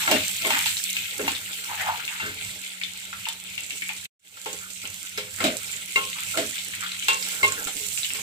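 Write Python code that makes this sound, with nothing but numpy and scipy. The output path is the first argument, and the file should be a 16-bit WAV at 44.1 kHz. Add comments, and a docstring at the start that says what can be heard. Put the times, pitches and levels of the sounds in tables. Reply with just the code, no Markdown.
"""Close on a deep metal pan, vegetable chunks sizzle in oil from the start over a low kitchen hum.
A wooden spatula scrapes and knocks it at once, ringing its modes; water drops pop as damped tones.
A phone close by hears it through two unlike ports; shortly after 2 s it has turned and the left dulls.
The sizzle sinks; just after 4 s all is cut to silence, then fades in again within half a second.
The sizzle, made of tiny noise bursts and bubble tones, grows again under more knocks, scrapes and rustles."""
import sys
import numpy as np
from scipy import signal
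from scipy.fft import rfft, irfft, next_fast_len
from scipy.io import wavfile
from scipy.ndimage import uniform_filter1d, map_coordinates

SR = 44100
rng = np.random.default_rng(int(sys.argv[2]) if len(sys.argv) > 2 else 0)


def file_out(sig):
    """Save sig as 16-bit WAV at sys.argv[1]."""
    # one column per channel
    cols = np.atleast_2d(sig).T
    # limit, then scale
    lim = np.clip(cols, -1, 1)
    pcm = np.round(lim * 32767).astype(np.int16)
    wavfile.write(sys.argv[1], SR, pcm)


N = 362502  # samples

# Source levels are ahead of the port colours and the cut.
# sizzle before its surges: [t/s, bubbling level/dB, fizz level/dB]
SIZZLE_LEVELS = [(0.0, -31, -25.5), (0.25, -31.5, -23.5), (0.41, -32.5, -27.5), (0.61, -31.5, -24.5),
                 (0.76, -37.5, -25.5), (1.06, -33.5, -28.5), (1.19, -40, -31.5), (1.56, -37, -28.5),
                 (2.03, -37, -32), (3.0, -41.5, -36.5), (3.9, -41.5, -34), (4.5, -46.5, -33.5),
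                 (4.68, -48.5, -36), (5.06, -43.5, -35.5), (5.48, -48, -36), (5.62, -43.5, -32),
                 (6.03, -37.5, -33), (6.35, -39.5, -29.5), (6.7, -40.5, -33.5), (7.2, -39, -29),
                 (8.22, -42.5, -28.5)]
# colour of the bubbling noise: [f/Hz, level/dB per Hz]
BUBBLING_COLOUR = [(500, -65), (900, -51), (1300, -23.5), (1800, -5), (2150, 6), (3500, 6.5), (4600, 2.5),
                   (5500, -33.5), (8000, -59.5)]
# colour of the fizz: [f/Hz, level/dB per Hz]
FIZZ_COLOUR = [(2500, -30), (4500, -7.5), (6000, -0.5), (10000, 0), (15000, -5.5), (20000, -4)]
# modes of the metal pan: [f/Hz, level/dB, free t60/s]
PAN_MODES = [(204.5, 2, 0.16), (283, 3, 0.11), (350.6, -1.5, 0.12), (418.5, -1.5, 0.53), (510, -3, 0.75),
             (616, -1, 0.42), (658.4, -4, 0.1), (805, 0.5, 0.33), (895, 7.5, 0.18), (1076, 2.5, 0.48),
             (1359, 8.5, .1), (1634, -3.5, 0.11), (2139, 1, 0.16), (2436, -18, 0.13), (2736, 0.5, 0.33),
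             (3884, -7.5, 0.12), (4800, -14.5, 0.15)]
# colour of the low rumble: [f/Hz, level/dB per Hz]
RUMBLE_COLOUR = [(20, -30.5), (60, -16), (85, -9), (99, 1.5), (115, -13), (150, -12.5), (200, -9.5),
                 (260, -31.5)]
# rustle of shifting food, ahead of the pan's answer: [t/s, level/dB]
RUSTLE_LEVELS = [(0.0, -41.5), (0.74, -48), (1.0, -45), (1.7, -41.5), (2.7, -47.5), (3.9, -49), (4.5, -46),
                 (4.7, -55), (5.7, -47.5), (6.24, -49), (7.06, -47.5), (7.55, -35), (7.93, -49),
                 (8.22, -40)]
# colour of that rustle: [f/Hz, level/dB per Hz]
RUSTLE_COLOUR = [(150, -5.5), (250, -3.5), (420, 2.5), (700, -4.5), (1100, -10.5), (1500, -1),
                 (1900, -12.5), (2600, -19.5)]
# spatula strokes, and a few soft rustles in the pan: [t/s, hold/s, rasp level/dB, rasp f/Hz,
# shudder level/dB, shudder f/Hz at the start, grit level/dB]
STROKES_AND_RUSTLES = [(0.0, 0.095, -30.5, 970, -71, 400, -30.5), (0.102, 0.049, -22, 643, -15, 430, -32),
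                       (0.46, 0.014, -24.5, 766, -17, 530, -30.5), (0.516, 0.08, -32, 960, -47, 331, -26.5),
                       (1.209, 0.1, -32.5, 740, -28, 386, -34.5), (1.709, 0.017, -24, 905, -84, 303, -32),
                       (1.803, 0.046, -26, 680, -59, 590, -29), (1.877, 0.017, -14, 855, -58, 625, -36),
                       (2.1, 0.054, -38.5, 950, -75, 400, -37.5),
                       (2.232, 0.037, -30.5, 1620, -31.5, 454, -53),
                       (4.619, 0.029, -42.5, 1430, -60.5, 407, -52),
                       (5.41, 0.0099, -31.5, 680, -36, 352, -28), (5.451, 0.016, -42, 635, -15, 340, -74),
                       (6.386, 0.0083, -35, 610, -16.5, 580, -35),
                       (6.166, 0.02, -37.5, 1160, -49, 413, -43),
                       (6.825, 0.018, -32.5, 1380, -56, 390, -40)]
# colour of the grit: [f/Hz, level/dB per Hz]
GRIT_COLOUR = [(600, -53.5), (1200, 14.5), (1700, 13), (2800, 5.5), (4500, -4.5), (9000, -6.5)]
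# bursting water drops and a few short surges of the sizzle: [t/s, level/dB, f/Hz]
DROPS_AND_SURGES = [(0.02, -22, 2450), (0.2182, -22, 2670), (0.469, -6, 8550), (0.531, -25, 2980),
                    (0.591, -27.5, 2600), (0.6715, -15.5, 4270), (0.7686, -17, 3880), (0.766, -41.5, 900),
                    (0.8383, -21, 7600), (0.967, -13.5, 2590), (1.35, -19, 3680), (1.358, -27, 3600),
                    (1.363, -27.5, 3700), (1.537, -30, 7430), (1.997, -21.5, 1416), (2.078, -18.5, 2700),
                    (2.2626, -25.5, 7740), (2.59, -27.5, 8000), (2.814, -20, 2280), (2.8351, -15, 3570),
                    (3.1287, -19.5, 1350), (3.2543, -21, 2760), (3.267, -18, 907), (3.287, -11, 11300),
                    (3.2883, -19.5, 3580), (3.5783, -18.5, 2730), (3.635, -20.5, 7200),
                    (3.698, -21.5, 7560), (3.706, -20, 2720), (3.781, -26, 7140), (3.8209, -18.5, 2260),
                    (3.8913, -18, 2430), (3.899, -25, 854), (3.965, -26, 7200), (4.53, -19.5, 6840),
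                    (4.5882, -28.5, 6900), (4.7041, -24, 6950), (4.8537, -26, 2700), (5.176, -20.5, 5070),
                    (5.5695, -15, 8150), (5.7312, -29, 2080), (5.7304, -22, 7260), (5.764, -20.5, 7400),
                    (6.4906, -21, 7280), (6.586, -22, 3660), (6.736, -25, 1970), (6.8077, -19, 7250),
                    (6.823, -33, 1380), (6.864, -26, 3400), (6.918, -23, 3970), (7.024, -24.5, 3000),
                    (7.1322, -13, 7000), (7.226, -14, 5300), (7.4795, -13.5, 6800), (7.522, -10.5, 7450),
                    (7.68, -27, 810), (7.975, -23, 2640), (8.0315, -18, 3870), (8.046, -18, 2920),
                    (8.104, -24, 2690)]
# knocks on the pan: [t/s, share of the free ring time, crack level/dB, rise/s,
# then level/dB and favoured f/Hz of the low, middle and high modes]
KNOCKS = [(0.075, 0.86, -17.5, 0.00066, -22, 604, -11, 1600, -16, 2320),
          (0.112, 1.14, -2, 0.0015, -7, 617, -19, 860, -20.5, 2770),
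          (0.4483, 1.3, -18.5, 0.001, -29, 643, -28, 1080, -24, 2090),
          (0.5039, 0.46, -11, 0.00068, -18, 650, -14, 820, -14, 2410),
          (0.563, 0.8, -25.5, 0.0017, -50, 288, -20.5, 890, -23, 2100),
          (0.657, 0.36, -7.5, 0.0013, -45, 660, -25.5, 880, -18, 2380),
          (1.192, 0.43, -40, 0.0034, -6.5, 420, -17, 1600, -19, 2130),
          (1.2788, 0.36, -13.5, 0.00054, -28, 283, -13.5, 840, -11.5, 2400),
          (2.196, 1.6, -22.5, 0.003, -49, 430, -25.5, 1620, -22, 2460),
          (2.25, 2.1, -37.5, 0.0065, -26.5, 406, -51, 880, -30, 2130),
          (4.368, 0.92, -20, 0.0019, -38, 524, -35.5, 1400, -44, 2500),
          (4.458, 1.24, -15, 0.0015, -18.5, 442, -23.5, 810, -29, 2480),
          (4.8335, 1.4, -35.5, 0.0048, -27, 312, -38.5, 1240, -50, 2750),
          (5.175, 0.88, -15, 0.0031, -15.5, 446, -26, 1530, -18.5, 3860),
          (5.4028, 0.44, -17.5, 0.002, -19, 510, -16, 1280, -19, 2050),
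          (5.439, 2.4, -6, 0.002, -5.5, 724, -28.5, 1400, -21, 3850),
          (5.9578, 0.61, -17.5, 0.0012, -17.5, 423, -21, 1090, -6, 2280),
          (5.968, 1.96, -20.5, 0.0043, -21, 480, -21, 1260, -40, 2750),
          (6.337, 1.4, -30, 0.0074, -37, 533, -25, 1300, -40, 2750),
          (6.3725, 0.99, -10, 0.00077, -17.5, 585, -29, 1400, -32, 2100),
          (6.8348, 0.44, -20, 0.0012, -45, 290, -30, 1390, -33, 2100),
          (7.0828, 1.76, -7, 0.00061, -21.5, 475, -19, 1070, -17.5, 2950),
          (7.4285, 1.05, -13, 0.0025, -12.5, 440, -19, 1080, -13, 2130),
          (7.438, 0.56, -12.5, 0.0027, -28, 430, -12.5, 1070, -5.5, 2130),
          (7.6707, 0.63, -18, 0.0013, -33, 510, -30, 1380, -26, 3820),
          (1.229, 2.2, -41, 0.0044, -18, 270, -45, 1380, -45, 2130),
          (1.257, 1.6, -42.5, 0.0058, -24, 283, -43, 1380, -45, 2130),
          (7.313, 0.62, -36, 0.0013, -59, 430, -32, 1520, -37, 2100),
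          (7.802, 0.44, -44, 0.0023, -29.5, 418, -54, 1080, -55, 2130),
          (8.145, 0.84, -16, 0.0027, -32, 430, -38, 1090, -45, 2130),
          (8.177, 0.73, -40, 0.0048, -47, 430, -35, 1070, -48, 2130)]
# dying away of the kitchen echo: [f/Hz, t60/s]
KITCHEN_DECAY = [(200, 0.1), (2000, 0.29), (10000, 0.039)]
# colour of the left microphone port: [f/Hz, level/dB]
LEFT_PORT = [(300, -15.5), (1200, -7.5), (2200, 4), (3300, 1.5), (4400, -1.5), (6000, -18), (8000, -27.5),
             (11000, -25.5), (12500, -13), (15400, -12.5), (15600, -33)]
# colour of the right microphone port: [f/Hz, level/dB]
RIGHT_PORT = [(300, -16), (1200, -7.5), (2200, -3.5), (3300, 0), (5000, -3), (6500, -3), (7600, 5),
              (9000, -4), (11000, -7.5), (15000, -4), (15800, -26)]
# gain through the cut and the fade-in: [t/s, level/dB]
CUT_GAIN = [(4.06, 0), (4.075, -37.5), (4.098, -61), (4.1, -120), (4.188, -120), (4.195, -35), (4.24, -20),
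            (4.252, -11.5), (4.37, -8), (4.55, 2)]

HUM_DB, HUM_FOLLOWS = -50, 0.26  # ahead of the tone and rumble gains; dB for each dB of bubbling
SHAKE_DB, SHAKE_S = -11.5, 0.29  # a shudder shakes the stove: rumble relative to it, and its spread in time
PRESS_DB_PER_S, LIFT_DB_PER_S, GRIT_LIFT_DB_PER_S = 614, 224.5, 148  # how fast each row swells and dies
SAG_PER_S = 5.6  # exponential sinking of the shudder's pitch
SPLUTTER_S, SPLUTTER_HZ = 0.07, 3000  # t60 at this pitch; higher pops die sooner
SPLUTTER_DB, SPLUTTER_GROWS = -33, 0.6  # after a pop of -27 dB; dB for each dB of the pop
LINGER, THUD_S = 0.8, 0.049  # lingering weight against 1 for the quick part; extra t60 of the quick part
LAG_S = 10 / SR  # the left port is further from the pan
TURN_S, TURN_LASTS_S = 2.15, 0.16  # end and length of the phone's turn
OPEN_DB, OPEN_HZ = 9, 6460  # treble lift at the left port before the turn, and where it begins
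TOP_HZ = 15800  # band limit


def amp(db):
    """dB to gain."""
    return np.exp(np.asarray(db) * np.log(10) / 20)


def unit(x):
    """Scaled to rms 1."""
    return x / np.sqrt(np.mean(x ** 2) + 1e-20)


def along(points, hz):
    """(Hz, value) points read on a log axis."""
    f, v = np.transpose(points)
    return np.interp(np.log(hz + 1), np.log(f + 1), v)


def curves(rows):
    """One value per sample for each column after the time."""
    s, *cols = np.transpose(rows)
    return [np.interp(np.arange(N) / SR, s, c) for c in cols]


def wobble(rate):
    """A smooth random curve, rate knots a second."""
    coarse = np.arange(0, N + 32, 32)
    knots = rng.standard_normal(int(N * rate / SR) + 4)
    return np.interp(np.arange(N), coarse, map_coordinates(knots, [coarse * rate / SR]))


def filtered(x, response):
    """x times a complex response of frequency."""
    m = next_fast_len(N + SR // 2)
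    return irfft(rfft(x, m) * response(np.fft.rfftfreq(m, 1 / SR)), m)[..., :N]


def pan_response(hz, low, high, widen):
    """The pan's modes between low and high Hz as damped resonances, alternating in sign."""
    total = 0
    for k, (centre, db, t60) in enumerate(PAN_MODES):
        if low < centre < high:
            damping = 1j * hz * widen / t60
            total = total - (-1) ** k * amp(db) * damping / (centre * centre - hz * hz + damping)
    return total


def crackle(spectrum, per_s, spread_db, share, patchy_db, life_s):
    """Two streams of tiny bursts of uneven size over patchy noise, coloured, rms 1."""
    z = signal.stft(rng.standard_normal((2, N)), nperseg=256)[2]
    field = uniform_filter1d(rng.standard_normal(z.shape[1:]), size=4, axis=0)
    field = uniform_filter1d(field, size=12, axis=1)
    bed = signal.istft(z * amp(patchy_db * unit(field)), nperseg=256)[1][:, :N]
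    # both ports hear a burst at the same moment, with unrelated fine detail
    struck = rng.random(N) < per_s / SR
    sizes = struck * amp(spread_db * np.minimum(rng.exponential(size=N), 3.6))
    fading = signal.lfilter([1], [1, -np.exp(-1 / (life_s * SR))], sizes)
    bursts = fading * rng.standard_normal((2, N))
    return unit(filtered(unit(bed) + share * unit(bursts), lambda hz: amp(along(spectrum, hz))))


def bubbles(per_s, centre_hz, cycles, spread_db):
    """Single bubbles as short rising tones, each at its own pitch, size and side; rms 1."""
    count = int(per_s * N / SR)
    when, side = rng.random((2, count, 1))
    hz = centre_hz * np.exp(0.2537 * rng.standard_normal((count, 1)))
    size = amp(spread_db * np.minimum(rng.exponential(size=(count, 1)), 3))
    turns = hz * np.arange(400) / SR
    envelope = np.exp(-turns / cycles) * (1 - np.exp(-turns))
    tone = size * np.sin(2 * np.pi * turns * (1 + 0.0073 * turns)) * envelope
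    at = ((when * N).astype(int) + np.arange(tone.shape[1])).ravel()
    ports = [(tone * np.cos(np.pi * (side + shift))).ravel() for shift in (0, 0.5)]
    return unit(np.array([np.bincount(at, port, N)[:N] for port in ports]))


def sizzle():
    """Steam bubbles burst in oil: larger ones bubble and set the pan humming, small ones fizz; both surge."""
    bubbling_db, fizz_db = curves(SIZZLE_LEVELS)
    surge_db = 1.5 * wobble(12) + 1.1 * wobble(40)
    bubbling = crackle(BUBBLING_COLOUR, per_s=250, spread_db=4.5, share=0.75, patchy_db=3.2, life_s=0.0016)
    bubbling = bubbling + 0.6 * bubbles(per_s=300, centre_hz=2800, cycles=22, spread_db=2.5)
    humming = unit(filtered(bubbling, lambda hz: pan_response(hz, 800, 5000, widen=1.1)))
    bubbling = unit(bubbling + 0.34 * humming)
    fizz = crackle(FIZZ_COLOUR, per_s=200, spread_db=5, share=0.65, patchy_db=2.5, life_s=0.0008)
    fizz_db = fizz_db + 0.48 * surge_db + 1.32 * wobble(7)
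    return amp(bubbling_db + surge_db) * bubbling + amp(fizz_db) * fizz


def strokes():
    """Each stroke or rustle swells, holds and dies: gains of rasp, shudder, grit, pitches weighted by gain."""
    columns = np.transpose(STROKES_AND_RUSTLES)[:, :, None]
    s, hold, rasp_db, rasp_hz, shudder_db, shudder_hz, grit_db = columns
    slow = np.arange(0, N + 64, 64)
    since = slow / SR - s

    def shape(lift):
        return -PRESS_DB_PER_S * np.maximum(-since, 0) - lift * np.maximum(since - hold, 0)

    def blend(hz, weight):
        return (hz * weight).sum(axis=0) / weight.sum(axis=0)

    rasp = amp(rasp_db + shape(LIFT_DB_PER_S))
    shudder = amp(shudder_db + shape(LIFT_DB_PER_S))
    grit = amp(grit_db + shape(GRIT_LIFT_DB_PER_S))
    sagging_hz = shudder_hz * np.exp(-SAG_PER_S * np.clip(since, 0, 0.2))
    controls = (rasp.sum(axis=0), blend(rasp_hz, rasp),
                shudder.sum(axis=0), blend(sagging_hz, shudder), grit.sum(axis=0))
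    return [np.interp(np.arange(N), slow, c) for c in controls]


def hum():
    """A wavering tone and lumpy rumble, nearly alike at both ports, swell with the bubbling; shudders add rumble."""
    bubbling_db = curves(SIZZLE_LEVELS)[0]
    tone_hz = 184.5 + 1.497 * wobble(4.2)
    tone = np.sin(2 * np.pi * np.cumsum(tone_hz) / SR) * amp(3 * wobble(9))
    noise = filtered(rng.standard_normal((3, N)), lambda hz: amp(along(RUMBLE_COLOUR, hz)))
    rumble = unit(noise[0] + 0.25 * noise[1:])  # one shared stream and a little of each port's own
    lumps = amp(4.5 * wobble(8.8) + 2.5 * wobble(3.2))
    shake = amp(SHAKE_DB) * uniform_filter1d(strokes()[2], int(SHAKE_S * SR))
    hum_db = HUM_DB + HUM_FOLLOWS * (bubbling_db - bubbling_db.mean())
    return amp(hum_db) * (2.63 * tone + 3.1 * lumps * rumble) + shake * rumble


def rustle():
    """Shifting food rustles in patches and nudges the pan, whose modes answer."""
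    food = crackle(RUSTLE_COLOUR, per_s=15, spread_db=-2, share=0.1, patchy_db=4.5, life_s=0.0062)
    food = food + 0.5 * food[::-1]  # each port hears some of the other
    answered = filtered(food, lambda hz: 1 + 1.36 * pan_response(hz, 250, 1800, widen=4.8))
    return amp(curves(RUSTLE_LEVELS)[0]) * answered


def gliding(x, centre_hz, octaves):
    """x through a band whose centre moves with time."""
    hz, t, z = signal.stft(x, SR, nperseg=512)
    centre = np.interp(t * SR, np.arange(N), centre_hz)
    distance = np.log2((hz[:, None] + 1) / centre) / octaves
    return signal.istft(z / (1 + distance ** 2), SR, nperseg=512)[1][..., :N]


def scrape():
    """The wooden edge sticks and slips: grainy friction through damped pan modes; soft rustles likewise."""
    rasp, rasp_hz, shudder, shudder_hz, crunch = strokes()
    slips = rng.standard_normal((3, N)) * amp(0.33 * wobble(63))
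    slips = slips[0] + 0.18 * slips[1:]
    rasping = filtered(slips, lambda hz: pan_response(hz, 550, 1800, widen=53))
    rasping = unit(gliding(rasping, rasp_hz, octaves=0.28))
    shuddering = filtered(slips, lambda hz: pan_response(hz, 150, 700, widen=4.0))
    shuddering = unit(gliding(shuddering, shudder_hz, octaves=0.59))
    # crumbs catching under the edge crunch brightly
    grit = crackle(GRIT_COLOUR, per_s=250, spread_db=3, share=1.0, patchy_db=3.5, life_s=0.0015)
    return rasp * rasping + shudder * shuddering + crunch * grit


def pops():
    """A drop bursts with a click, damped cycles and a splutter around that pitch; short surges likewise."""
    out, t = np.zeros((2, N + SR)), np.arange(SR // 12) / SR
    for s, db, hz in DROPS_AND_SURGES:
        burst = np.sin(2 * np.pi * hz * t) * 1.1 * np.exp(-t * hz / 6.1) * (1 - np.exp(-t * hz * 1.6))
        pole = np.exp(-np.pi * 0.5 * hz / SR)
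        resonance = [1, -2 * pole * np.cos(2 * np.pi * hz / SR), pole * pole]
        band = signal.lfilter([1, 0, -1], resonance, rng.standard_normal((2, len(t))))
        click = 1.5 * np.sqrt(hz / 8000) * amp(-60 * t / 0.00054) * rng.standard_normal(len(t))
        t60 = SPLUTTER_S * (SPLUTTER_HZ / hz) ** 0.19
        splutter = amp(SPLUTTER_DB + SPLUTTER_GROWS * (db + 27) - 60 * t / t60) * unit(band)
        out[:, round(s * SR):][:, :len(t)] += amp(db) * (burst + click) + splutter
    return out[:, :N]


def clack(f):
    """Crack colour: a broad band plus the pan's modes, heavily damped under the wood."""
    broad = 1j * f / (900 + 1j * f) / (1 + 1j * f / 9000)
    return broad + 0.34 * pan_response(f, 300, 5000, widen=70.0)


def knocks():
    """Each knock rings the pan's modes under a short crack; where it lands decides which are favoured."""
    ringing, cracks = np.zeros((2, 2, N + SR))
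    t = np.arange(SR // 6) / SR
    hz, mode_db, t60 = np.transpose(PAN_MODES)[:, :, None]
    group = np.digitize(hz, [750, 1800])  # low, middle, high
    for s, free, db, rise, *modes in KNOCKS:
        group_db, favoured_hz = np.reshape(modes, (3, 2)).T[:, group]
        off_favour_db = np.minimum(45 * np.abs(np.log2(hz / favoured_hz)), 15)
        level = mode_db + group_db - off_favour_db + rng.normal(0, 1.2, hz.shape)
        # each mode flutters at random while it dies, faster the shorter it rings
        knots = rng.standard_normal((len(PAN_MODES), 300)) * (np.arange(300) > 0)
        flutter = np.array([np.interp(t * 27 / life, np.arange(len(k)), k) for life, k in zip(t60, knots)])
        onset = (1 - np.exp(-t / rise)) ** 2
        # wood and food quickly swallow part of the swing; the rest lingers
        fade = amp(-60 * t / (t60 * free)) * (LINGER + amp(-60 * t / (THUD_S * free)))
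        swing = amp(level + 3 * flutter) * fade * onset * (1 - (t / t[-1]) ** 2)
        # the high modes reach the two ports out of step
        step = rng.normal(0, 1, hz.shape) * hz / 2500
        phase = 2 * np.pi * hz * t + 0.8 * flutter[::-1]
        rung = [(swing * np.sin(phase + side * step)).sum(axis=0) for side in (0.5, -0.5)]
        ringing[:, round(s * SR):][:, :len(t)] += rung
        crack_fade = amp(-60 * t / 0.017) + 0.28 * amp(-60 * t / 0.21 + 2.2 * flutter[-1])
        crack = rng.standard_normal((2, len(t))) * np.sqrt(onset) * crack_fade
        cracks[:, round(s * SR):][:, :len(t)] += amp(db) * crack
    return ringing[:, :N], filtered(cracks[:, :N], clack)


def kitchen(x):
    """Walls answer; each frequency dies at its own speed, with unrelated detail at each port."""
    hz, t, z = signal.stft(rng.standard_normal((2, SR // 2)), SR, nperseg=256)
    decay = amp(-60 * t / along(KITCHEN_DECAY, hz)[:, None])
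    tail = signal.istft(z * decay, SR, nperseg=256)[1]
    delayed = np.pad(x, ((0, 0), (200, 0)))  # samples
    return signal.fftconvolve(delayed, tail / np.linalg.norm(tail[0]), axes=1)[:, :N]


def scene():
    """Pan sounds, the cracks and pops with their echo, over sizzle, rustle and hum."""
    ringing, cracks = knocks()
    popping = pops()
    pan = amp([[-0.8], [0.8]]) * (ringing + scrape())  # slightly stronger on the right
    echo = kitchen(amp(-2.5) * cracks + amp(-6) * popping)
    return pan + cracks + popping + echo + sizzle() + hum() + rustle()


def record(dry):
    """Each port has its colour, the left brighter until the turn; the cut and band limit act on both."""
    def ports(hz):
        colour = amp([along(LEFT_PORT, hz), along(RIGHT_PORT, hz)])
        return colour * np.exp(-2j * np.pi * hz * [[LAG_S], [0]])

    heard = filtered(dry, ports)
    treble = heard[0] - signal.filtfilt(*signal.butter(2, OPEN_HZ, fs=SR), heard[0])
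    facing = np.clip((TURN_S - np.arange(N) / SR) / TURN_LASTS_S, 0, 1)
    heard = heard + [(amp(OPEN_DB) - 1) * facing * treble, 0 * treble]
    return filtered(heard * amp(curves(CUT_GAIN)[0]), lambda hz: hz < TOP_HZ)


dry = scene()
out = record(dry)
file_out(out)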